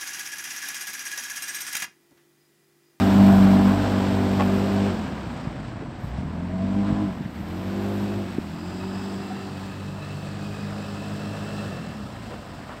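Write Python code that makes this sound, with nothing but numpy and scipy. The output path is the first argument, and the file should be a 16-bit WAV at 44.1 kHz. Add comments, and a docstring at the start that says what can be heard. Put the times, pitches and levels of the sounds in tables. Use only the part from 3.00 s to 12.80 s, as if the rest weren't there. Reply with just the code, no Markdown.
"""A snowy car park at night: an estate car pulls away close by, drifts, turns and comes back.
Four bursts of throttle set the revs. Uneven firings drone and rumble in the exhaust, gas roars in time
with them and the spinning tyres throw snow. A hard lump knocks on the underbody, unburnt fuel pops and
lumps of snow crunch. As the nose turns to us the engine bay hisses, and faint high whistling bands
glide up and down. Low buildings give a faint echo."""
import sys
import numpy as np
from scipy import signal
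from scipy.fft import rfft, irfft
from scipy.io import wavfile

SR = 44100
rng = np.random.default_rng(int(sys.argv[2]) if len(sys.argv) > 2 else 0)


def master(y):
    """Save y as 16-bit WAV."""
    cut = np.clip(np.atleast_2d(y).T, -1, 1)
    pcm = np.round(cut * 32767)  # scale
    wavfile.write(sys.argv[1], SR, pcm.astype(np.int16))


N = 432180
TIME_S = np.arange(N) / SR


def undb(db):
    """Decibels to gain."""
    return np.exp(np.asarray(db) * (np.log(10) / 20))


def unit(x):
    """Scale to rms 1."""
    return x / np.sqrt(np.mean(x ** 2))


def curves(table):
    """Table columns, linearly interpolated over time."""
    times_s, *columns = np.transpose(table)
    return [np.interp(TIME_S, times_s, column) for column in columns]


def noise():
    """White noise."""
    return rng.standard_normal(N)


def walk(hz):
    """Smooth random drift, rms 1."""
    step = max(int(SR / (2 * hz)), 2)
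    knots = rng.standard_normal(N // step + 2)[:, None]
    blend = np.sin(np.pi / 2 * np.arange(step) / step) ** 2
    return unit((knots[:-1] + np.diff(knots, axis=0) * blend).ravel()[:N])


def colour(x, spectrum):
    """Filter by (Hz, dB) points; rms 1."""
    hz, db = np.transpose(spectrum)
    bins_hz = np.arange(1, N // 2 + 2) * SR / N
    gain_db = np.interp(np.log(bins_hz), np.log(hz), db, left=-70, right=min(db[-1], 0))
    return unit(irfft(rfft(x) * undb(gain_db), N))


def ring(x, hz, width_hz):
    """One resonance, gain 1 at centre."""
    return signal.lfilter(*signal.iirpeak(min(hz, .45 * SR), hz / width_hz, SR), x)


def ring_twice(x, hz, width_hz):
    """Two equal resonances in series: steeper skirts."""
    return ring(ring(x, hz, width_hz), hz, width_hz)


def bump(x, centre, width, db):
    """Bell curve in x, db at centre."""
    return db / (1 + ((x - centre) / width) ** 2 / 2) ** 2


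def puffs(turns, cycle_depth, firing_depth):
    """Noise throbbing with the two-turn engine cycle and with each firing."""
    return noise() * (1 + cycle_depth * np.cos(np.pi * turns) + firing_depth * np.cos(4 * np.pi * turns))


def grains(per_s, spread_db):
    """Sparse clicks of very unequal size, rms 1."""
    hit = rng.random(N) < per_s / SR
    return unit(hit * noise() * undb(spread_db * np.minimum(rng.exponential(size=N), 5)))


def follow(goal, rise_s, fall_s):
    """First-order lag of a stepped control."""
    out, value = np.empty(N), goal[0]
    edges = [0, *(np.flatnonzero(np.diff(goal)) + 1), N]
    for a, b in zip(edges, edges[1:]):
        lag_s = rise_s if goal[a] > value else fall_s
        out[a:b] = goal[a] + (value - goal[a]) * np.exp(-np.arange(b - a) / SR / lag_s)
        value = out[b - 1]
    return out


IDLE_HZ, FULL_HZ = 36.56, 100
# throttle bursts (opens [s], shuts [s], pedal held afterwards [0-1])
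THROTTLE = [(-2, 1.87, 0), (3, 4.03, 0), (4.33, 5.19, .35), (5.5, 8.66, 0.01)]
# full-throttle revs on slipping tyres (time [s], crank rate [Hz])
WHEELSPIN = [(0, 96.6), (.22, 98.74), (.5, 96.6), (.7, 97.7), (1.42, 96.5), (1.75, 99.37), (3.45, 101),
             (3.9, 104.5), (4.8, 106.4), (5.15, 102.5), (5.95, 101.1), (6.65, 96.53), (7.55, 101.3),
             (8.55, 102.9)]
def drive():
    """Crank rate [Hz] and load [0-1] lag the pedal; revs run between idle and wheelspin."""
    pedal = np.zeros(N)
    for opens_s, shuts_s, held in THROTTLE:
        pedal[TIME_S >= opens_s] = 1
        pedal[TIME_S >= shuts_s] = held
    crank_hz = IDLE_HZ + (curves(WHEELSPIN)[0] - IDLE_HZ) * follow(pedal, rise_s=.29, fall_s=.45)
    return crank_hz, follow(pedal, rise_s=.13, fall_s=.13)


# side turned to us (time [s], facing [0 tail, 1 flank, 2 nose])
FACING = [(0, 0.49), (.22, 0.17), (.69, 0.22), (.93, 0.67), (1.9, 0.78), (3.3, 0.055), (4.1, 0.11),
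          (4.5, 0.91), (5.6, 1.24), (6.25, 1.45), (6.9, 2)]
def heading():
    """Facing, and the view: weights of tail, flank and nose."""
    facing = curves(FACING)[0]
    return facing, np.clip(1 - abs(facing - np.arange(3)[:, None]), 0, 1)


# path of the car (time [s], distance [m])
DISTANCE = [(0, 2.74), (.42, 2.33), (1, 5), (1.8, 6.65), (3, 14.1), (3.5, 23.6), (3.9, 16), (4.3, 26),
            (4.85, 18.2), (5.4, 26.2), (6.2, 22), (6.9, 31.2), (8.5, 19.2), (9.8, 16.2)]
def doublings(near_m=2.6):
    """Doublings of distance beyond near_m."""
    return np.log2(curves(DISTANCE)[0] / near_m)


# layer balance; rows: hum, firing, rasp, rumble, roar, hiss
# (tail [dB], flank [dB], nose [dB], distance [dB/doubling], revs [dB/octave], throttle shut [dB])
LAYERS = [(-25, -24.7, -29.3, -3, 8.5, -6.5), (-15, -18.5, -21, -5, 10.5, -4.5),
          (-23.5, -24, -31.5, -3.5, 7, -3.5), (-28, -30, -32, -3, 1.2, 0.8),
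          (-28.5, -27, -26.5, -4.5, 2, -2), (-38, -35, -35, -4, 4, -2)]
def levels(crank_hz, load, view):
    """Layer levels [dB] from view, distance, revs and load."""
    return np.array(LAYERS) @ np.vstack([view, doublings(), np.log2(crank_hz / FULL_HZ), 1 - load])


def tone(turns, order, db, dispersion=1.5):
    """One engine order; the pipe delays each differently, blending the firings into a drone."""
    phase = np.pi * (2 * order * turns - dispersion * order ** 2 + .062 * walk(2))
    return np.sqrt(2) * undb(db) * np.sin(phase)


# uneven firing (order [x crank rate], tail [dB], flank [dB], nose [dB]), relative to the hum
HALF_ORDERS = [(.5, -8, -15.5, -15.5), (1.5, -11, -20, 0)]
def boom(turns, hum_db, firing_db, view):
    """The silencer passes the lowest orders as near-pure tones, less steady with distance."""
    far = np.clip(doublings() / 3, 0, 1)
    waver_db = .8 + 1.2 * far
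    orders = [(1, hum_db), (2, firing_db)]
    orders += [(order, hum_db + np.dot(side_db, view)) for order, *side_db in HALF_ORDERS]
    out = np.zeros(N)
    for order, db in orders:
        jitter_turns = .045 * far * walk(20) / (2 * order)
        out += tone(turns + jitter_turns, order, db + waver_db * walk(14))
    return out


def pipe_resonance(note, view, hz, width_hz, side_db):
    """Orders ring a resonance as they sweep through it; gain by tail, flank and nose."""
    return undb(side_db) @ view * ring_twice(note, hz, width_hz)


# upper exhaust orders (order [x crank rate], tail [dB], flank [dB], nose [dB])
RASP_ORDERS = [(2.5, -1.5, -3.5, -10.5), (3, -3, -7, -5), (3.5, -41, -1, -17), (4, -11, -3, -7.5),
               (4.5, -27, -18, -11.5), (5, -14.5, -12.5, -18), (5.5, -19, -12.5, -11),
               (6.5, -17.5, -17, -12), (7, -13.5, -15.5, -20), (8, -12.5, -17, -28)]
# tailpipe resonances (centre [Hz], width [Hz], tail [dB], flank [dB], nose [dB])
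TAILPIPE = [(308.2, 29.7, 3, -18, -32), (652, 55, 9.2, -8, -11)]
def rasp(turns, view, rev_drop, load):
    """Unequal firings flutter the upper orders; the highest fade as revs drop and over distant snow."""
    snow_loss_db = .9 * doublings()
    note = np.zeros(N)
    for order, *side_db in RASP_ORDERS:
        jitter_turns = .0095 * walk(25)
        loss_db = 6 * rev_drop * (order - 2) + snow_loss_db * max(order - 7, 0)
        note += tone(turns + jitter_turns, order, np.dot(side_db, view) + 2.3 * walk(14) - loss_db)
    silencer = pipe_resonance(note, view, hz=210.5, width_hz=48, side_db=(-9, 5, 17))
    tailpipe = sum(pipe_resonance(note, view, hz, width_hz, db) for hz, width_hz, *db in TAILPIPE)
    return note + (1 - load) * silencer + tailpipe


# exhaust resonances (centre [Hz], width [Hz], level [dB])
PIPE_MODES = [(244, 89, 1.5), (664, 90, -8.5), (996, 140, -9)]
def growl(turns, bark=1.1):
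    """Gas bursts ring the pipe; one firing per cycle barks louder."""
    gas = puffs(turns, 0, .5) * np.exp(bark * np.cos(np.pi * turns))
    return unit(sum(undb(db) * ring_twice(gas, hz, width_hz) for hz, width_hz, db in PIPE_MODES))


# rumble spectrum (frequency [Hz], level [dB])
RUMBLE_SPECTRUM = [(25, -34), (48, -7), (75, 1), (130, 5.5), (230, 5), (330, -1), (500, -33), (900, -66)]
def rumble(turns):
    """Ragged burning: low throbbing noise that remains off throttle."""
    return colour(puffs(turns, .3, .5) + .3 * grains(per_s=120, spread_db=2), RUMBLE_SPECTRUM)


# roar spectrum (frequency [Hz], level [dB])
ROAR_SPECTRUM = [(250, -2.5), (480, 0), (680, 2), (860, -0.5), (1250, -5), (1650, -7), (2100, -20.5),
                 (3000, -25), (5000, -50)]
def roar(turns):
    """Gas and churned snow roar in time with the firings."""
    churn = puffs(turns, .11, .14) + .37 * grains(per_s=1500, spread_db=2.2)
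    return colour(churn, ROAR_SPECTRUM) * undb(.95 * walk(14))


# tyre hiss spectrum (frequency [Hz], level [dB])
TYRE_SPECTRUM = [(1200, -4.5), (2200, -1.5), (2900, -2), (4000, -5.5), (5400, -9.5), (6500, -17.5),
                 (7800, -11.5), (8800, -17), (9600, -44)]
def tyre_hiss(turns):
    """Spinning tyres hiss on grainy snow."""
    return colour(puffs(turns, .1, .063) + .29 * grains(per_s=3000, spread_db=2.5), TYRE_SPECTRUM)


# spray spectrum (frequency [Hz], level [dB])
SPRAY_SPECTRUM = [(7000, -29), (10000, 0), (11500, 4.5), (15000, 7)]
# spray envelope (time [s], level [dB])
SPRAY_LEVEL = [(.37, -51), (0.93, -58.5), (1.58, -56.5), (2.95, -86), (3.05, -64), (3.17, -79), (3.6, -76),
               (4.95, -57), (5.27, -65), (7.5, -74), (9.8, -74)]
def snow_spray():
    """Fine thrown snow fills the top treble."""
    spray = colour(noise() + .4 * grains(per_s=4000, spread_db=3), SPRAY_SPECTRUM)
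    return spray * undb(curves(SPRAY_LEVEL)[0] + .97 * walk(12))


def tread():
    """Rolling tread steadily crunches packed snow."""
    crunch = ring(grains(per_s=1200, spread_db=1.2), hz=1930, width_hz=1000)
    return unit(ring(crunch, hz=1880, width_hz=1000)) * undb(-55 + 2 * walk(6.7))


# ground notch (time [s], centre [Hz], share removed [0-1])
SNOW_NOTCH = [(.5, 490, 0.45), (1, 506, 0.1), (3.4, 479.8, .1), (4.75, 394.5, 0.33), (5.1, 423, 0.13),
              (5.65, 495.7, 0.79), (6.6, 590, 0.55), (7.2, 880, .35)]
def snow_bounce(x, width_hz=150):
    """The bounce off the snow cancels a band that slides as the car moves."""
    hz, share = curves(SNOW_NOTCH)
    carrier = np.exp(2j * np.pi * np.cumsum(hz) / SR)
    pole = np.exp(-np.pi * width_hz / SR)
    band = 2 * np.real(carrier * signal.lfilter([1 - pole], [1, -pole], x / carrier))
    return x - share * band


def building_echo(x, t60_s=.45, gap_s=.069):
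    """Thin, dull echo off the surrounding fronts."""
    t = np.arange(SR) / SR
    tail = ring(rng.standard_normal(SR), hz=534, width_hz=1800) * undb(-60 * t / t60_s) * (t > gap_s)
    return signal.fftconvolve(x, tail / np.sqrt(np.sum(tail ** 2)))[:N]


# blows on the underbody (time [s], level [dB])
KNOCKS = [(1.399, -19.5), (1.4073, -18), (1.4215, -21)]
# panel modes (frequency [Hz], level [dB], t60 [s])
UNDERBODY_MODES = [(590, -5.5, .07), (816, 0.5, 0.047), (1097, -0.5, 0.042), (1740, -12, 0.056)]
def knocks(crack_db=-7, crack_s=.0035):
    """A hard lump strikes three times; each blow cracks and rings the panel."""
    out = np.zeros(N)
    t = np.arange(SR // 4) / SR
    panel = sum(undb(db - 60 * t / t60) * np.sin(2 * np.pi * hz * t) for hz, db, t60 in UNDERBODY_MODES)
    for time_s, db in KNOCKS:
        burst = unit(ring_twice(rng.standard_normal(len(t)), hz=2200, width_hz=900))
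        crack = undb(crack_db) * burst * np.exp(-t / crack_s)
        out[int(time_s * SR) + np.arange(len(t))] += undb(db) * (panel + crack)
    return out


# exhaust pops (time [s], level [dB], pitch [Hz])
POPS = [(2.473, -17, 150), (2.886, -23, 140), (3.041, -23, 110), (3.187, -16, 135), (3.234, -14.5, 170),
        (3.767, -18, 170), (3.906, -16, 160), (3.925, -11.5, 145), (4.209, -17.5, 200), (4.261, -20, 160),
        (4.412, -22, 150), (5.3855, -10, 260)]
def pops():
    """Unburnt fuel goes off in the silencer: short round thumps."""
    out = np.zeros(N)
    for time_s, db, hz in POPS:
        span = int(time_s * SR) + np.arange(-1000, 1000)
        phase = 2 * np.pi * hz * (span / SR - time_s)
        out[span] -= undb(db) * np.cos(phase - .3) * np.exp(-(phase / np.pi) ** 2)
    return out


# snow lumps (time [s], level [dB], centre [Hz], width [Hz], envelope sigma [s])
CRUNCHES = [(2.829, -36, 377, 380, .009), (3.89, -39, 1100, 895, 0.017), (5.838, -37, 850, 600, 0.0053),
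            (9.33, -37.5, 550, 598, .02), (9.72, -40, 900, 900, .025)]
def crunches():
    """Each crushed or flung lump breaks into a short swarm of grains."""
    out = np.zeros(N)
    swarm = grains(per_s=5000, spread_db=2.7)
    for time_s, db, hz, width_hz, sigma_s in CRUNCHES:
        span = np.arange(int((time_s - .2) * SR), min(int((time_s + .2) * SR), N))
        swell = np.exp(-.5 * ((span / SR - time_s) / sigma_s) ** 2)
        out[span] += undb(db) * swell * unit(ring_twice(swarm[span], hz, width_hz))
    return out


# engine bay hiss spectrum (frequency [Hz], level [dB])
BAY_SPECTRUM = [(1200, 6), (1750, -9), (2200, -10), (2700, 0), (4000, -3), (5200, -4.5), (6400, -13.5),
                (7800, -7), (8700, -12), (9600, -22)]
def bay_hiss(turns):
    """The engine bay hisses, throbbing with the firings."""
    return colour(puffs(turns, .1, .068), BAY_SPECTRUM)


def strand(hz, spread_hz):
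    """Narrow noise band around a gliding pitch, rms 1."""
    phase = 2 * np.pi * np.cumsum(hz) / SR
    return walk(spread_hz) * np.sin(phase) + walk(spread_hz) * np.cos(phase)


# whine glide (time [s], pitch [Hz], level [dB])
WHINE = [(5.95, 2590, -6), (6.4, 2690, -2), (6.55, 2563, -6), (7.15, 2631, -4), (7.45, 2520, -7.5),
         (8.6, 2678, -5)]
# whine partials (ratio [x pitch], level [dB])
WHINE_PARTS = [(.48, -3), (.667, -3.5), (1, -1), (1.51, -9.5)]
def whine(flutter_db=2.5):
    """A fluttering whine comes in surges, each rising a little."""
    hz, level_db = curves(WHINE)
    bands = sum(undb(db) * strand(ratio * hz, spread_hz=95) for ratio, db in WHINE_PARTS)
    return undb(level_db + flutter_db * walk(11)) * bands


# whistle glide (time [s], pitch [Hz], level [dB])
WHISTLE = [(5.35, 4850, -27), (5.6, 4960, -3.5), (6.1, 5170, -4.5), (6.5, 4750, -11), (6.9, 4202, -16),
           (7.6, 4917, -10.5), (8.5, 5410, -17)]
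# whistle bands (ratio [x pitch], level [dB], spread [Hz])
WHISTLE_BANDS = [(.93, -3.5, 170.2), (1, 0, 140.3), (1.5, -3, 380)]
def whistle():
    """Faint high whistling bands glide up and down as the car turns towards us."""
    hz, level_db = curves(WHISTLE)
    bands = sum(undb(db) * strand(ratio * hz, spread_hz) for ratio, db, spread_hz in WHISTLE_BANDS)
    return undb(level_db) * (bands - ring(bands, hz=6700, width_hz=1600))


# howl glide (time [s], pitch [Hz], level [dB])
HOWL = [(5.6, 660, -21), (6.3, 746.8, 9), (6.75, 798, -27)]
def howl():
    """A low howl rises as the nose swings round."""
    hz, level_db = curves(HOWL)
    return undb(level_db) * strand(hz, spread_hz=45)


def scene():
    """Throttle drives the engine layers; distance and facing set their balance."""
    crank_hz, load = drive()
    turns = np.cumsum(crank_hz * (1 + .0023 * walk(18))) / SR
    rev_drop = np.clip(1 - crank_hz / FULL_HZ, 0, 1)
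    facing, view = heading()
    tail, flank, nose = view
    front_share = np.sqrt(nose)

    hum_db, firing_db, rasp_db, rumble_db, roar_db, hiss_db = levels(crank_hz, load, view)
    # low tones cancel at slanting angles
    hum_db += bump(facing, centre=1.503, width=.098, db=-12.5)
    firing_db += bump(facing, centre=.52, width=.18, db=-13)
    hum_db += np.sqrt(load) * bump(crank_hz, centre=60, width=9, db=10)  # pipe booms at low revs
    firing_db += (1 - nose) * bump(2 * crank_hz, centre=195, width=7.7, db=6)  # pipe's own note
    hiss_db += bump(TIME_S, centre=3.45, width=.18, db=-3.5)  # the hiss dips briefly

    car = rumble(turns) * undb(rumble_db)
    car += rasp(turns, view, rev_drop, load) * undb(rasp_db)
    car += growl(turns) * (tail + .37 * flank) * undb(rasp_db - 4.5)
    car += roar(turns) * undb(roar_db)
    rear = tyre_hiss(turns)
    front = bay_hiss(turns) + (1 - rev_drop) * (whistle() + whine() + howl())
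    hiss = np.sqrt(1 - front_share) * rear + np.sqrt(front_share) * front
    car += hiss * undb(hiss_db + .59 * walk(8))
    car += snow_spray() + tread() + boom(turns, hum_db, firing_db, view)
    direct = snow_bounce(car) + pops() + crunches() + knocks()
    return (direct + undb(-21) * building_echo(direct))[None]


def record(dry):
    """Cut the deepest bass and the top treble."""
    low_cut = signal.butter(6, 41.6, "high", fs=SR, output="sos")
    high_cut = signal.ellip(10, .2, 80, 15750, fs=SR, output="sos")
    return signal.sosfilt(high_cut, signal.sosfilt(low_cut, dry))


dry = scene()
out = record(dry)
master(out)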